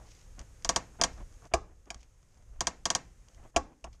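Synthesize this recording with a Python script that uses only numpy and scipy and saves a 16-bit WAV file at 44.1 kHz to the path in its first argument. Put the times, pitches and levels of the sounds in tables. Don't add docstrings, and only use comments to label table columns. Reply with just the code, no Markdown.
import sys
import numpy as np
from scipy import signal
from scipy.fft import rfft, irfft
from scipy.io import wavfile
from scipy.ndimage import uniform_filter1d

SR = 44100
rng = np.random.default_rng(int(sys.argv[2]) if len(sys.argv) > 2 else 0)


def voltage_ratio(decibels):
    exponent = np.asarray(decibels, float) / 20
    return 10 ** exponent


def log_audio(samples):
    frames = np.atleast_2d(samples).T
    limited = np.clip(frames, -1, 1)
    pcm = np.round(limited * 32767).astype(np.int16)
    wavfile.write(sys.argv[1], SR, pcm)


N = 176400


def rms_one(x):
    return x / np.sqrt(np.mean(x ** 2) + 1e-20)


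def at_hz(points, hz):
    point_hz, value = np.transpose(points)
    return np.interp(np.log(np.maximum(hz, 1)), np.log(point_hz), value)


def coloured(spectrum):
    hz = np.arange(N // 2 + 1) * SR / N
    white = rfft(rng.standard_normal(N))
    return rms_one(irfft(white * voltage_ratio(at_hz(spectrum, hz)), N))


def drift(rate_hz):
    r = np.exp(-2 * np.pi * rate_hz / SR)
    settled = signal.lfilter([1], [1, -2 * r, r * r], rng.standard_normal(N + SR))[SR:]
    return rms_one(settled)


def swells(rows):
    t = np.arange(N) / SR
    return sum(voltage_ratio(level_db) * np.sin(np.pi * np.clip((t - start_s) / length_s, 0, 1))
               for start_s, length_s, level_db in rows)


def ring(clicks, hz, t60_s):
    r, w = voltage_ratio(-60 / (t60_s * SR)), 2 * np.pi * hz / SR
    return signal.lfilter([0, np.sin(w)], [1, -2 * r * np.cos(w), r * r], clicks + 1e-18)


def train(start_s, gains):
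    return np.bincount(np.clip(start_s * SR, 0, N - 1).astype(int), gains, N)


# (hz, relative level_db per Hz)
HISS_SPECTRUM = [(59, -34.5), (100, 0), (176, -10), (246, -15), (399, -16.5), (513, -13), (582, -18.5),
                 (660, -21), (1730, -23.5), (4180, -32), (6630, -23), (12700, -38.5), (15000, -53)]


def hiss():
    port_hz, port_width_hz = 6500, 260
    port = ring(rng.standard_normal(N), port_hz, np.log(1000) / (np.pi * port_width_hz))
    return voltage_ratio(-62.5) * coloured(HISS_SPECTRUM) + voltage_ratio(-76) * rms_one(port)


# (start_s, length_s, level_db before the lumps)
CREAKS = [(-.06, 0.16, -61), (.365, 0.082, -56), (.93, 0.04, -61.5), (.985, .035, -45.5),
          (1.16, .08, -52.5), (1.42, 0.063, -58), (1.51, 0.035, -43), (1.68, .06, -57), (1.855, 0.047, -50),
          (1.94, 0.038, -48), (2.0, 0.083, -68), (2.32, .14, -65), (2.48, 0.22, -61.5), (3.26, 0.093, -68),
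          (3.35, 0.11, -62.5), (3.425, 0.059, -55), (3.54, .03, -48), (3.69, 0.057, -54.5),
          (3.85, 0.037, -45.5)]
# (hz, relative level_db per Hz)
CREAK_SPECTRUM = [(65, -33.5), (110, -12), (335, -10.5), (423, -18.5), (692, -10.5), (835, -17),
                  (937, -15.5), (3500, -36), (4550, -74.5), (7700, -120)]


def creaks():
    lumps_db = 3.3 * drift(55)
    return swells(CREAKS) * voltage_ratio(lumps_db) * coloured(CREAK_SPECTRUM)


# (time_s, level_db)
SHAKING = [(0.0, -51), (0.21, -58.5), (0.39, -48), (0.62, -57), (0.67, -44), (0.96, -55.5), (1.02, -41),
           (1.14, -49), (1.2, -43), (1.27, -47.5), (1.3, -57), (1.36, -52.5), (1.51, -51), (1.54, -41),
           (1.56, -32), (1.65, -43.5), (1.88, -53), (1.96, -41.5), (2.04, -51.5), (2.46, -52), (2.52, -43),
           (2.63, -41.5), (2.71, -51), (2.96, -48), (2.99, -48.5), (3.35, -57), (3.41, -42), (3.53, -61),
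           (3.55, -47), (3.58, -37), (3.68, -47.5), (3.81, -66.5), (3.85, -39.5), (4.0, -50)]
# (hz, relative level_db per Hz)
SHAKE_SPECTRUM = [(8.8, -26), (15, -2), (34, -0.5), (58, -1), (81, -12), (108, -10), (140, -22.5),
                  (180, -63.5), (310, -120)]


def shaking():
    level_db = np.interp(np.arange(N) / SR, *np.transpose(SHAKING))
    return voltage_ratio(level_db) * coloured(SHAKE_SPECTRUM)


# (start_s, length_s, level_db before the lumps)
RUSTLES = [(0.006, 0.27, -65.5), (1.064, 0.18, -70), (1.966, 0.098, -62), (2.27, 0.11, -73),
           (3.297, 0.087, -70.5), (3.919, 0.049, -58)]
# (hz, relative level_db per Hz)
RUSTLE_SPECTRUM = [(1180, -36), (2000, -7.5), (3390, -9), (3750, -10.5), (5710, -3.5), (6720, -5),
                   (11000, -31.5), (14300, -30), (22000, -120)]


def rustles():
    lumps_db = 3.5 * drift(80)
    return swells(RUSTLES) * voltage_ratio(lumps_db) * coloured(RUSTLE_SPECTRUM)


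LOW_BELOW_HZ = 1400
# (hz, relative level_db per Hz)
CRACK = [(88, -44), (150, -18), (331, -7), (477, -12.5), (1110, -1.5), (1300, -10), (3820, -14), (6680, -2),
         (13600, -46), (15000, -59)]
# (hz, t60_s)
CRACK_T60 = [(150, 0.25), (400, 0.069), (1000, 0.077), (2500, 0.052), (6000, 0.053), (12000, .035)]
# (hz, relative level_db per Hz)
LATE = [(90, -25), (150, -8.5), (390, -7.5), (800, -2), (1300, -7.5), (2300, -12), (3600, -22.5),
        (6500, -12.5), (13000, -47)]
# (hz, t60_s)
LATE_T60 = [(150, 0.89), (500, .35), (1200, 0.28), (2500, 0.32), (6000, 0.28), (12000, 0.04)]


def crack_response(crack_db, late_db, share):
    build_up_s = 0.009
    t = np.arange(SR // 2) / SR
    halves = np.zeros((2, len(t)))
    edges_hz = 140 * 2 ** np.arange(0, 6.9, 1 / 3)
    for low, high in zip(edges_hz, edges_hz[1:]):
        hz = np.sqrt(low * high)
        quick = voltage_ratio(at_hz(CRACK, hz) - 60 * t / (at_hz(CRACK_T60, hz) * share))
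        late = voltage_ratio(late_db + at_hz(LATE, hz) - 60 * t / at_hz(LATE_T60, hz))
        late *= 1 - np.exp(-t / build_up_s)
        band = signal.butter(2, [low, high], "band", fs=SR, output="sos")
        noise = rng.standard_normal(len(t)) * (quick + late)
        halves[int(hz > LOW_BELOW_HZ)] += signal.sosfilt(band, noise)
    first_10_ms = halves.sum(0)[:SR // 100]
    return voltage_ratio(crack_db) * halves / np.sqrt(np.mean(first_10_ms ** 2))


# (hz, pawl_db, stop_db, t60_s before each blow's share)
MODES = [(65.2, -24, -16, .2), (130, -20.5, -25, 0.065), (233, -20.5, -13.5, 0.024),
         (330, -16.5, -15.5, 0.071), (357.3, -18, -17.5, .055), (517.5, -19.5, -16, 0.13),
         (611, -13, -1, 0.018), (677.3, -6.5, -1, 0.063), (756, -10.5, -9, 0.05), (904, -6.5, -18, 0.041),
         (1021, -13.5, -27.5, .06), (1123.7, -12, -13.5, 0.11), (1626, -16, -16.5, 0.034),
         (2350, -10.5, -0.5, 0.021), (2880, -8.5, -2.5, .012), (3256, -11, -13, 0.044),
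         (3687, -25.5, -16.5, .04), (4690, -6, 0, 0.012), (5000, 1.5, 0.5, 0.0052), (5520, -12, -13, 0.024),
         (5430, -10.5, -22, .04), (5780, -16, -17.5, .04), (5930, -4, -9, 0.018), (6390, 5, -2, 0.0044),
         (6560, -8, -16, 0.036), (6770, -9, -23, 0.022), (7740, -15.5, -45, .04), (8320, -25, -31, 0.06)]


def lever(contacts, column, spread_db, under):
    low_lag_s = 0.0011
    crack_db, late_db, share = under
    start_s, level_db, low_db = np.transpose(contacts)
    chance_db = rng.normal(0, spread_db, (len(start_s), len(MODES)))
    out = np.zeros(N)
    for k, mode in enumerate(MODES):
        hz, t60_s = mode[0], mode[3] * share
        is_low = hz < LOW_BELOW_HZ
        mode_db = level_db + mode[column] + low_db * is_low + chance_db[:, k]
        sign = (-1) ** k
        out += ring(train(start_s + low_lag_s * is_low, voltage_ratio(mode_db) * sign), hz, t60_s)
    low_half, high_half = crack_response(crack_db, late_db, share)
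    out += signal.fftconvolve(train(start_s, voltage_ratio(level_db + low_db)), low_half)[:N]
    out += signal.fftconvolve(train(start_s, voltage_ratio(level_db)), high_half)[:N]
    return out


CONTACT_DB = -6.5
LOOSE_SPREAD_DB = 3
# (start_s, level_db before CONTACT_DB, low_db added below LOW_BELOW_HZ)
TICKS = [(0.3925, -32.5, -15), (0.4004, -43, -3), (0.4134, -43.5, 0.5), (0.623, -44, -17), (1.3244, -52, 2),
         (1.3404, -53, -9), (1.4212, -54, 12.5), (1.4406, -55, 6), (1.4531, -44.5, -6), (1.4704, -51, -6),
         (1.8567, -46, -10), (1.9445, -26.5, -3.5), (1.9784, -50, -15), (2.0038, -49, -9),
         (2.0134, -47, -12), (2.0298, -38, -20), (2.2283, -49, 1), (2.3436, -50, -11), (2.3735, -48, -19),
         (2.4234, -51, -10), (3.2844, -42, -19), (3.3463, -45.5, -19), (3.4376, -55, -11),
         (3.8104, -53.5, -14.5), (3.9295, -40, -16), (3.9454, -57, 13.5)]
# (crack_db, late_db, share of the ring time)
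UNDER_TICK = (-11.5, -14.5, .4)


def ticks():
    touches = [(start_s, level_db + CONTACT_DB, low_db) for start_s, level_db, low_db in TICKS]
    return lever(touches, column=1, spread_db=LOOSE_SPREAD_DB, under=UNDER_TICK)


# (start_s, level_db before CONTACT_DB, low_db added below LOW_BELOW_HZ, rebound_db against the snap)
TEETH = [(0.647, -19, -3, -13.5), (0.6914, -10.5, -1.5, -8.5), (0.7609, -11, -0.5, -11),
         (1.0135, -11.5, -0.5, -7.5), (1.0369, -12, -0.5, -4), (2.607, -11, 0.5, -8), (2.67, -8, -1.5, -9),
         (2.8547, -9.5, 0, -5.5), (2.9023, -7.5, -3, -13.5), (2.9504, -9, -2, -6.5)]
# (crack_db, late_db, share of the ring time)
UNDER_PAWL = (-10, -15.5, 0.83)


def pawl():
    rebound_s, second_loss_db, low_loss_db = 0.0038, 7, 12
    touches = []
    for start_s, level_db, low_db, rebound_db in TEETH:
        snap_db = level_db + CONTACT_DB
        for k, change_db in enumerate((0, rebound_db, rebound_db - second_loss_db)):
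            touches.append((start_s + k * rebound_s, snap_db + change_db, low_db - k * low_loss_db))
    return lever(touches, column=1, spread_db=2.2, under=UNDER_PAWL)


# (start_s, level_db, low_db added below LOW_BELOW_HZ, build_up_s)
CLACKS = [(1.539, -15.5, 7, 0.0027), (1.904, -28.5, -2, 0.0014), (3.5646, -13.5, 5.5, .004),
          (3.8427, -36, 7, 0.0012)]
# (crack_db, late_db, share of the ring time)
UNDER_STOP = (-8.5, -18, 0.76)


def stop():
    steps = [(-0.68, -34), (-0.6, 2), (0.037, -5), (0.33, -3), (1.2, -9.5)]  # (share of build_up_s, dB)
    touches = [(start_s + share * build_up_s, level_db + step_db, low_db)
               for start_s, level_db, low_db, build_up_s in CLACKS
               for share, step_db in steps]
    return lever(touches, column=2, spread_db=LOOSE_SPREAD_DB, under=UNDER_STOP)


def scene():
    top_cut = signal.butter(4, 11600, fs=SR, output="sos")
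    blows = signal.sosfilt(top_cut, pawl() + stop() + ticks())
    hand = creaks() + rustles() + shaking()
    return (blows + hand + hiss())[None]


def limiter_gain(sound):
    ceiling_db, look_ahead_s, sense_s = -22.5, 0.056, 0.012
    sense_below_hz, recovery_db_per_s = 800, 3
    sensed = signal.sosfilt(signal.butter(2, sense_below_hz, fs=SR, output="sos"), sound)
    level_db = 10 * np.log10(uniform_filter1d(sensed ** 2, int(sense_s * SR)) + 1e-12)
    ahead = int(look_ahead_s * SR)
    coming_db = np.r_[level_db[ahead:], np.full(ahead, -99.0)]
    over_db = np.maximum(coming_db - ceiling_db, 0)
    slope_db = recovery_db_per_s * np.arange(N) / SR
    duck_db = np.maximum.accumulate(over_db + slope_db) - slope_db
    return voltage_ratio(-duck_db)


def roll_off(x):
    return signal.sosfilt(signal.butter(12, 15180, fs=SR, output="sos"), x)


def record(dry):
    finished = dry * limiter_gain(dry[0])
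    return roll_off(finished)


dry = scene()
out = record(dry)
log_audio(out)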